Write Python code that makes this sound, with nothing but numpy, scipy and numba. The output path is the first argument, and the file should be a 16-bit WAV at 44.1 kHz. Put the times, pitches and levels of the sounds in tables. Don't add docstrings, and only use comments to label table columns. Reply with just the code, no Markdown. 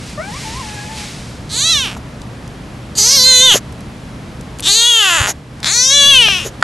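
import sys
import numpy as np
from scipy import signal
from scipy.fft import rfft, irfft
from scipy.io import wavfile
from scipy.ndimage import uniform_filter1d, map_coordinates
from numba import njit

SR = 44100
rng = np.random.default_rng(int(sys.argv[2]) if len(sys.argv) > 2 else 0)


def inscribe(sig):
    pcm = np.round(np.clip(np.atleast_2d(sig).T, -1, 1) * 32767)
    wavfile.write(sys.argv[1], SR, pcm.astype(np.int16))


N = 292369
TIME = np.arange(N) / SR

# (frequency [Hz], relative density [dB])
YARD_COLOUR = [(13, -56), (22, -15), (48, -3.5), (70, -0.5), (91, -5), (128, -2.5), (150, -3.5), (222, -4),
               (396, -15), (440, -14), (1200, -20.5), (3080, -28), (5490, -34), (8810, -39.5),
               (11800, -42.5), (15300, -82), (22000, -120)]
# (frequency [Hz], likeness [0-1])
YARD_LIKENESS = [(60, 1), (130, 1), (270, 1), (570, 0.79), (1200, 0.57), (2530, 0.62), (5350, 0.92),
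                 (11300, 0.78)]
# (frequency [Hz], level [dB])
HUM_TONES = [(60, -57), (120.3, -38), (152, -47)]
# (middle [s], half length [s], depth [dB])
YARD_DIPS = [(4.944, 0.19, -16), (5.443, 0.12, -5), (5.81, 0.11, -5.5)]
# (time [s], level [dB])
RUSTLE_SWELL = [(0.0, -38.5), (0.106, -35), (0.18, -42.5), (0.404, -30), (0.918, -36), (0.988, -29.5),
                (1.438, -46.5), (1.48, -41)]
# (frequency [Hz], relative density [dB])
RUSTLE_SPECTRUM = [(1180, -27), (2000, 3.5), (2520, 2), (3340, 1.5), (3840, 3.5), (5520, 2.5), (8680, -2.5),
                   (11800, -13), (15300, -47), (22000, -120)]
# (time [s], pitch [Hz], level [dB], overtones against the fundamental [dB])
WHINE_PATH = [(.174, 576, -26, -1), (.2, 620.6, -21, -6), (0.227, 748, -42, 13), (0.309, 850, -30.5, -11),
              (.375, 1200, -37, -3), (.415, 1156, -58, -12), (.452, 871, -27, -19),
              (0.529, 909, -28.5, -10), (.595, 1110, -32, -23), (.638, 865, -31, -9), (.82, 826, -39.5, 8),
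              (0.933, 888, -30, -15), (1.05, 820, -40, -2)]
# (time [s], length [s], level at the crest [dB])
MOUTH_PUFFS = [(1.958, 0.032, -38), (3.514, 0.086, -13), (5.255, 0.079, -16), (6.429, 0.077, -25.5)]
# (frequency [Hz], relative density [dB])
PUFF_SPECTRUM = [(240, -34), (400, 8), (756, 14), (1050, 7), (1980, 12), (2280, 7), (3110, 8.5), (4760, 7),
                 (6870, 18.5), (8370, 0), (11800, 9), (15300, -34), (22000, -120)]
# (time [s], length [s], pitch [Hz], width [Hz], level [dB])
CLOSE_BUMPS = [(1.961, 0.014, 758, 600, -31.5), (3.537, 0.032, 423, 218, -16),
               (5.195, 0.032, 84.15, 108.5, -17), (5.272, 0.021, 794, 495.7, -26),
               (6.28, 0.011, 1090, 900, -19.5), (6.442, 0.045, 397, 222, -27.5),
               (6.6245, 0.0048, 1300, 900, 1)]
# (time [s], peak [dB], centre [Hz])
GRIT_AND_CLICKS = [(2.2177, -21.5, 4570), (2.477, -28, 5000), (3.725, -26.5, 9150), (3.807, -27, 5000),
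                   (4.411, -21.5, 8000), (4.587, -18, 6900), (4.596, -12.5, 1800), (4.599, -25, 9550),
                   (4.605, -9.5, 10200), (5.603, -23, 5800), (6.612, -23, 5000)]
# (relative throat level with jaw open [dB], with jaw shut [dB],
# relative edge level [dB], breathiness [0-1], damping [factor], treble pan to the left [dB])
MEW_VOICES = [(-4.5, -2.5, -21, .06, 1.7, -1.5), (-18, 3, 1.5, 0.06, 1.48, -1.5),
              (-25, 6, -7.5, .09, 1.04, 3), (2, -15.5, -27, 0.04, 1.19, 5)]
# (time [s], pitch [Hz])
MEW_PITCHES = [
    [(1.49, 274), (1.514, 405), (1.554, 441), (1.655, 647), (1.712, 679.5), (1.75, 602), (1.838, 497),
     (1.918, 221), (1.96, 174)],
    [(2.95, 305), (2.986, 453), (3.014, 399.8), (3.142, 577), (3.2, 500), (3.29, 522.3), (3.32, 510),
     (3.398, 502.7), (3.446, 525.7), (3.495, 495), (3.555, 322)],
    [(4.62, 192), (4.684, 389.7), (4.728, 411), (4.76, 448), (4.888, 485.8), (4.988, 445), (5.04, 394.6),
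     (5.18, 313.6), (5.26, 195.8)],
    [(5.625, 176), (5.665, 254.6), (5.709, 385.5), (5.745, 468.5), (5.91, 546), (5.953, 575), (6.05, 560.6),
     (6.095, 573.2), (6.189, 500.7), (6.285, 408), (6.381, 353.4), (6.46, 230.5)],
]
# (time [s], effort [dB], mouth resonance [Hz], upper resonance [Hz], upper against mouth [dB])
MEW_JAWS = [
    [(1.49, -35, 3900, 8200, -9), (1.53, -24, 3960, 7700, -3), (1.594, -17.5, 4070, 6500, 1),
     (1.724, -10.5, 3810, 5600, -3.5), (1.862, -21, 2900, 5800, -7.5), (1.96, -45, 2440, 6450, 2)],
    [(2.95, -27, 4530, 6850, -2), (2.972, -27, 4600, 6700, 4), (2.984, -13.5, 4770, 6400, 5.5),
     (3.11, -13.5, 5030, 5820, 6), (3.178, -7.5, 4520, 5560, -2), (3.225, -10, 4460, 5400, 1),
     (3.26, -5.5, 4140, 6670, -5), (3.392, -6, 3857, 6280, 0), (3.49, 3, 3360, 6100, -7),
     (3.555, -14.5, 3040, 6120, 0.5)],
    [(4.62, -32, 3450, 7400, -4), (4.674, -9.5, 3570, 7300, -5.5), (4.726, -10.5, 4290, 6700, 0),
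     (4.822, -9.5, 3690, 6530, -4), (4.984, -10, 3100, 6500, -5.5), (5.04, -11.5, 2807, 6640, -7.5),
     (5.16, -16.5, 2600, 6846, -1), (5.285, -28, 2600, 6800, 2)],
    [(5.625, -25, 3850, 5600, -0.5), (5.66, -15, 3690, 7100, -7.5), (5.725, -18.5, 4200, 6200, 4.5),
     (5.8, -14.5, 4570, 5600, 4.5), (5.865, -20.5, 3650, 5580, 11), (5.915, -9, 3650, 5640, -1),
     (6.02, -6.5, 3520, 6020, -3.5), (6.187, -4.5, 2960, 5880, -14.5), (6.359, -16.5, 2800, 5360, -7),
     (6.46, -30.5, 2840, 5950, 0)],
]
# (middle [s], half length [s], added roughness [0-1])
VOICE_CRACKS = [(1.69, 0.02, 0.15), (3.12, 0.038, .24), (6.285, 0.014, 0.13)]

TOP_HZ = 16000
TAUT_HZ, SLACK_HZ = 530, 205
OPEN_HZ, SHUT_HZ = 4100, 2455
THROAT_OPEN_HZ, THROAT_SHUT_HZ = 2160, 1505
EASY_DB, STRAINED_DB = -6.5, -4.5
FUNDAMENTAL_DB, MEW_CEILING_DB = -18, -5
ATTACK_S, ATTACK_DB = 0.021, -2.5
ONSET_S, ONSET_ROUGH, ONSET_THROAT_DB = 0.16, 0.13, -5.5
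CLEAR_ROUGH, SHUT_ROUGH, SLACK_ROUGH = 0.025, 0.13, 0.38
SLACK_DAMPING, CRACK_DAMPING, STRAIN_DAMPING_FACTOR = 0.87, 2.4, 0.52
SLACK_THROAT_DB, SLACK_BUZZ_DB = 13.5, 12.5
STRAIN_THROAT_DB, STRAIN_EDGE_DB, SHUT_EDGE_DB = -4, -12, -0.5


def gain_of(db):
    return 10 ** (np.asarray(db) / 20)


def pan(left_db):
    return gain_of([[left_db / 2], [-left_db / 2]])


def unit_rms(x):
    return x / np.sqrt(np.mean(x ** 2) + 1e-20)


def running_rms(x, size=600):
    return np.sqrt(abs(uniform_filter1d(uniform_filter1d(x ** 2, size), size)) + 1e-14)


def levelled(x):
    return x / running_rms(x)


def between(x, zero, one):
    return np.clip((x - zero) / (one - zero), 0, 1)


def humps(rows, t):
    return sum(height * np.exp(-((t - s) / half) ** 2) for s, half, height in rows)


def follow(rows, t):
    times, *columns = np.transpose(rows)
    return [np.interp(t, times, column) for column in columns]


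def spectrum(points, count):
    hz, value = np.transpose(points)
    return np.interp(np.log(np.fft.rfftfreq(count, 1 / SR) + 1), np.log(hz + 1), value)


def add(mix, s, sound):
    part = mix[..., max(round(s * SR), 0):][..., :sound.shape[-1]]
    part += sound[..., :part.shape[-1]]


def noise(colour, count):
    white = rfft(rng.standard_normal(count))
    return unit_rms(irfft(white * gain_of(spectrum(colour, count)), count))


def wander(hz, count):
    f = np.fft.rfftfreq(count, 1 / SR)
    white = rfft(rng.standard_normal(count))
    return unit_rms(irfft(white * np.exp(-(f / hz) ** 2) * (f > 0), count))


@njit
def ring(x, pole):
    out, state = np.zeros(len(x)), 0j
    for i in range(len(x)):
        state = pole[i] * state + (1 - abs(pole[i])) * x[i]
        out[i] = 2 * state.real
    return out


def resonate(x, hz, width):
    return ring(x, np.exp((2j * hz - width) * np.pi / SR) * np.ones(len(x)))


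def formant(x, hz, width, skirt):
    return levelled(resonate(resonate(x, hz, width), hz, skirt))


def low_pass(x, hz):
    taps = signal.firwin(401, hz, window=("kaiser", 8), fs=SR)
    return signal.oaconvolve(x, taps[None], "same")


def echoes(x, t60, db):
    t = TIME[:SR // 2]
    taps = rng.standard_normal((2, len(t))) * (rng.random((2, len(t))) < .1) * gain_of(-60 * t / t60)
    taps /= np.linalg.norm(taps, axis=1, keepdims=True)
    return gain_of(db) * signal.fftconvolve(x, taps, axes=1)[:, :N]


def yard(rumble_db=-30, waver_hz=0.66, lean=0.087):
    likeness = np.clip(spectrum(YARD_LIKENESS, N), 0, .982)
    middle = irfft(rfft(noise(YARD_COLOUR, N)) * np.sqrt((1 + likeness) / 2), N)
    side = irfft(rfft(noise(YARD_COLOUR, N)) * np.sqrt((1 - likeness) / 2), N)
    out = gain_of(rumble_db) * np.array([middle + side, middle - side])
    for hz, db in HUM_TONES:
        turns = np.cumsum(hz + waver_hz * wander(2, N)) / SR
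        out += gain_of(db) * unit_rms(np.sin(2 * np.pi * turns))
    return out * gain_of(np.outer([1 + lean, 1 - lean], humps(YARD_DIPS, TIME)))


def rustle(spread=0.1, grain_db=0.5, body_db=-5):
    def hiss():
        air = noise(RUSTLE_SPECTRUM, N)
        body = unit_rms(resonate(rng.standard_normal(N), hz=2160, width=1900))
        return air + gain_of(body_db) * body

    middle, side = hiss(), spread * hiss()
    level = gain_of(follow(RUSTLE_SWELL, TIME)[0] + grain_db * wander(120, N))
    fade = np.clip((1.6 - TIME) / 0.23, 0, 1)
    return level * fade * np.array([middle + side, middle - side])


def whine(waver=0.008, pan_db=5, third_db=-8, flutter_db=2):
    t = np.arange(WHINE_PATH[0][0], WHINE_PATH[-1][0], 1 / SR)
    hz, db, overtones_db = follow(WHINE_PATH, t)
    angle = 2 * np.pi * np.cumsum(hz * (1 + waver * wander(80, len(t)))) / SR
    overtones = np.sin(2 * angle) + gain_of(third_db) * np.sin(3 * angle)
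    tone = np.sin(angle) + gain_of(overtones_db) * overtones
    level = gain_of(db + flutter_db * wander(21.5, len(t))) * signal.windows.tukey(len(t), .012)
    out = np.zeros((2, N))
    add(out, t[0], level * tone * pan(pan_db))
    return out


def puffs():
    out = np.zeros((2, N))
    for s, length, db in MOUTH_PUFFS:
        count = round(length * SR)
        add(out, s, gain_of(db) * noise(PUFF_SPECTRUM, count) * np.hanning(count))
    return out


def bumps():
    out = np.zeros((2, N))
    for s, length, hz, width, db in CLOSE_BUMPS:
        count = round(length * SR)
        band = resonate(resonate(rng.standard_normal(SR // 4), hz, width), hz, width)
        add(out, s, gain_of(db) * unit_rms(band[-count:] * np.hanning(count)))
    return out


def ticks(decay_s=0.0022, width_hz=4500):
    out = np.zeros((2, N))
    t = TIME[:SR // 50]
    for s, db, hz in GRIT_AND_CLICKS:
        tick = resonate(rng.standard_normal(len(t)) * np.exp(-t / decay_s), hz, width_hz)
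        add(out, s, gain_of(db) * tick / abs(tick).max())
    return out


def close_reflections(x, ground_s=0.00033, echo_db=-16, step=1.7, sway=0.1255):
    samples = np.arange(len(x))
    out = np.array([x, x])
    for k in range(6):
        delay_s = ground_s * step ** k * np.exp(sway * wander(1.956, N)[:len(x)])
        echo = map_coordinates(x, [samples - delay_s * SR], order=3)
        out += gain_of(echo_db) * (-1) ** k * rng.uniform(.7, 1.3, (2, 1)) * echo
    return out * running_rms(x) / running_rms(out)


def vocal_folds(hz, rough, slack, jitter=0.0756, fry_jitter=0.0596, shimmer=0.96, air_hz=3100):
    count = len(hz)
    unevenness = jitter * rough + fry_jitter * slack ** 4
    hz = hz * (1 + unevenness * wander(183, count))
    turns = np.cumsum(hz) / SR
    from_pulse_s = ((turns + .5) % 1 - .5) / hz
    pulses = np.sinc(2 * TOP_HZ * from_pulse_s) * np.exp(-(from_pulse_s * TOP_HZ / 2) ** 2)
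    pulses = levelled(signal.lfilter([1, -1], [1, -.97], pulses))
    pulses *= np.exp(shimmer * rough * wander(190, count))
    air = (.5 + np.exp(-2 * (turns % 1))) * rng.standard_normal(count)
    high_pass = signal.butter(3, air_hz, "high", fs=SR, output="sos")
    return pulses, unit_rms(signal.sosfilt(high_pass, air)), turns


def at_microphone(t, treble, throat, turns, pan_db, port_turn=0.35):
    nearness = np.interp(t, [1.5, 3], [.4, 1])
    low = throat + gain_of(FUNDAMENTAL_DB) * nearness * np.sin(2 * np.pi * turns)
    side = port_turn * nearness * signal.hilbert(low).imag
    return close_reflections(treble) * pan(pan_db) + low + np.outer([1, -1], side)


def mew(voice, pitch, jaw, throat_trim_db=-9.5, edge_trim_db=-15.5, buzz_db=-12, rasp_db=14, trim_db=0.5):
    open_db, shut_db, edge_db, breath, damping, pan_db = voice
    t = np.arange(jaw[0][0], jaw[-1][0], 1 / SR)
    age = t - t[0]
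    hz = follow(pitch, t)[0]
    effort_db, mouth_hz, upper_hz, upper_db = follow(jaw, t)
    slack = between(hz, TAUT_HZ, SLACK_HZ)
    shut = between(mouth_hz, OPEN_HZ, SHUT_HZ)
    strain = between(effort_db, EASY_DB, STRAINED_DB)
    onset = np.exp(-age / ONSET_S)
    crack = humps(VOICE_CRACKS, t)

    rough = CLEAR_ROUGH + SLACK_ROUGH * slack ** 2 + SHUT_ROUGH * shut ** 2 + ONSET_ROUGH * onset + crack
    pulses, air, turns = vocal_folds(hz, rough, slack)
    hiss = (rough + breath) * air

    damping = damping * STRAIN_DAMPING_FACTOR ** strain + CRACK_DAMPING * crack
    loose = damping + SLACK_DAMPING * slack
    throat_hz = THROAT_OPEN_HZ + (THROAT_SHUT_HZ - THROAT_OPEN_HZ) * shut
    throat = formant(pulses, throat_hz, width=900 * loose, skirt=2250)
    mouth = formant(pulses + .5 * rough * air, mouth_hz, width=400 * damping + 80 * slack, skirt=4200)
    upper = formant(pulses + 2 * hiss, upper_hz, width=1050 * loose, skirt=2700 + 3000 * slack)
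    edge = formant(pulses + 2 * hiss, hz=10900, width=1500 * loose, skirt=2200)
    buzz = formant(pulses + .88 * hiss, hz=5900, width=1330, skirt=3700)

    throat_db = throat_trim_db + open_db + (shut_db - open_db) * shut
    throat_db += SLACK_THROAT_DB * slack + STRAIN_THROAT_DB * strain + ONSET_THROAT_DB * onset
    edge_db += edge_trim_db + SHUT_EDGE_DB * shut + STRAIN_EDGE_DB * strain
    treble = mouth + gain_of(upper_db) * upper + gain_of(edge_db) * edge
    treble -= gain_of(buzz_db + SLACK_BUZZ_DB * slack) * damping / 2 * buzz
    treble += gain_of(rasp_db) * breath * shut ** 2 * air
    ports = at_microphone(t, treble, gain_of(throat_db) * throat, turns, pan_db)
    level_db = trim_db + np.minimum(effort_db, MEW_CEILING_DB) + ATTACK_DB * (1 - between(age, 0, ATTACK_S))
    return t[0], ports * gain_of(level_db) * signal.windows.tukey(len(t), .02)


def scene():
    kitten = puffs() + bumps() + ticks()
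    for voice, pitch, jaw in zip(MEW_VOICES, MEW_PITCHES, MEW_JAWS):
        add(kitten, *mew(voice, pitch, jaw))
    far = whine()
    near = kitten + echoes(kitten, t60=.01, db=-24) + echoes(kitten, t60=.15, db=-40)
    return near + far + echoes(far, t60=0.083, db=-5) + rustle() + yard()


def record(dry, ceiling=0.89, hardness=7, band_hz=11950):
    rounded = dry / (1 + abs(dry / ceiling) ** hardness) ** (1 / hardness)
    clipped = np.clip(low_pass(rounded, band_hz), -1, 1)
    return low_pass(clipped, TOP_HZ)


dry = scene()
out = record(dry)
inscribe(out)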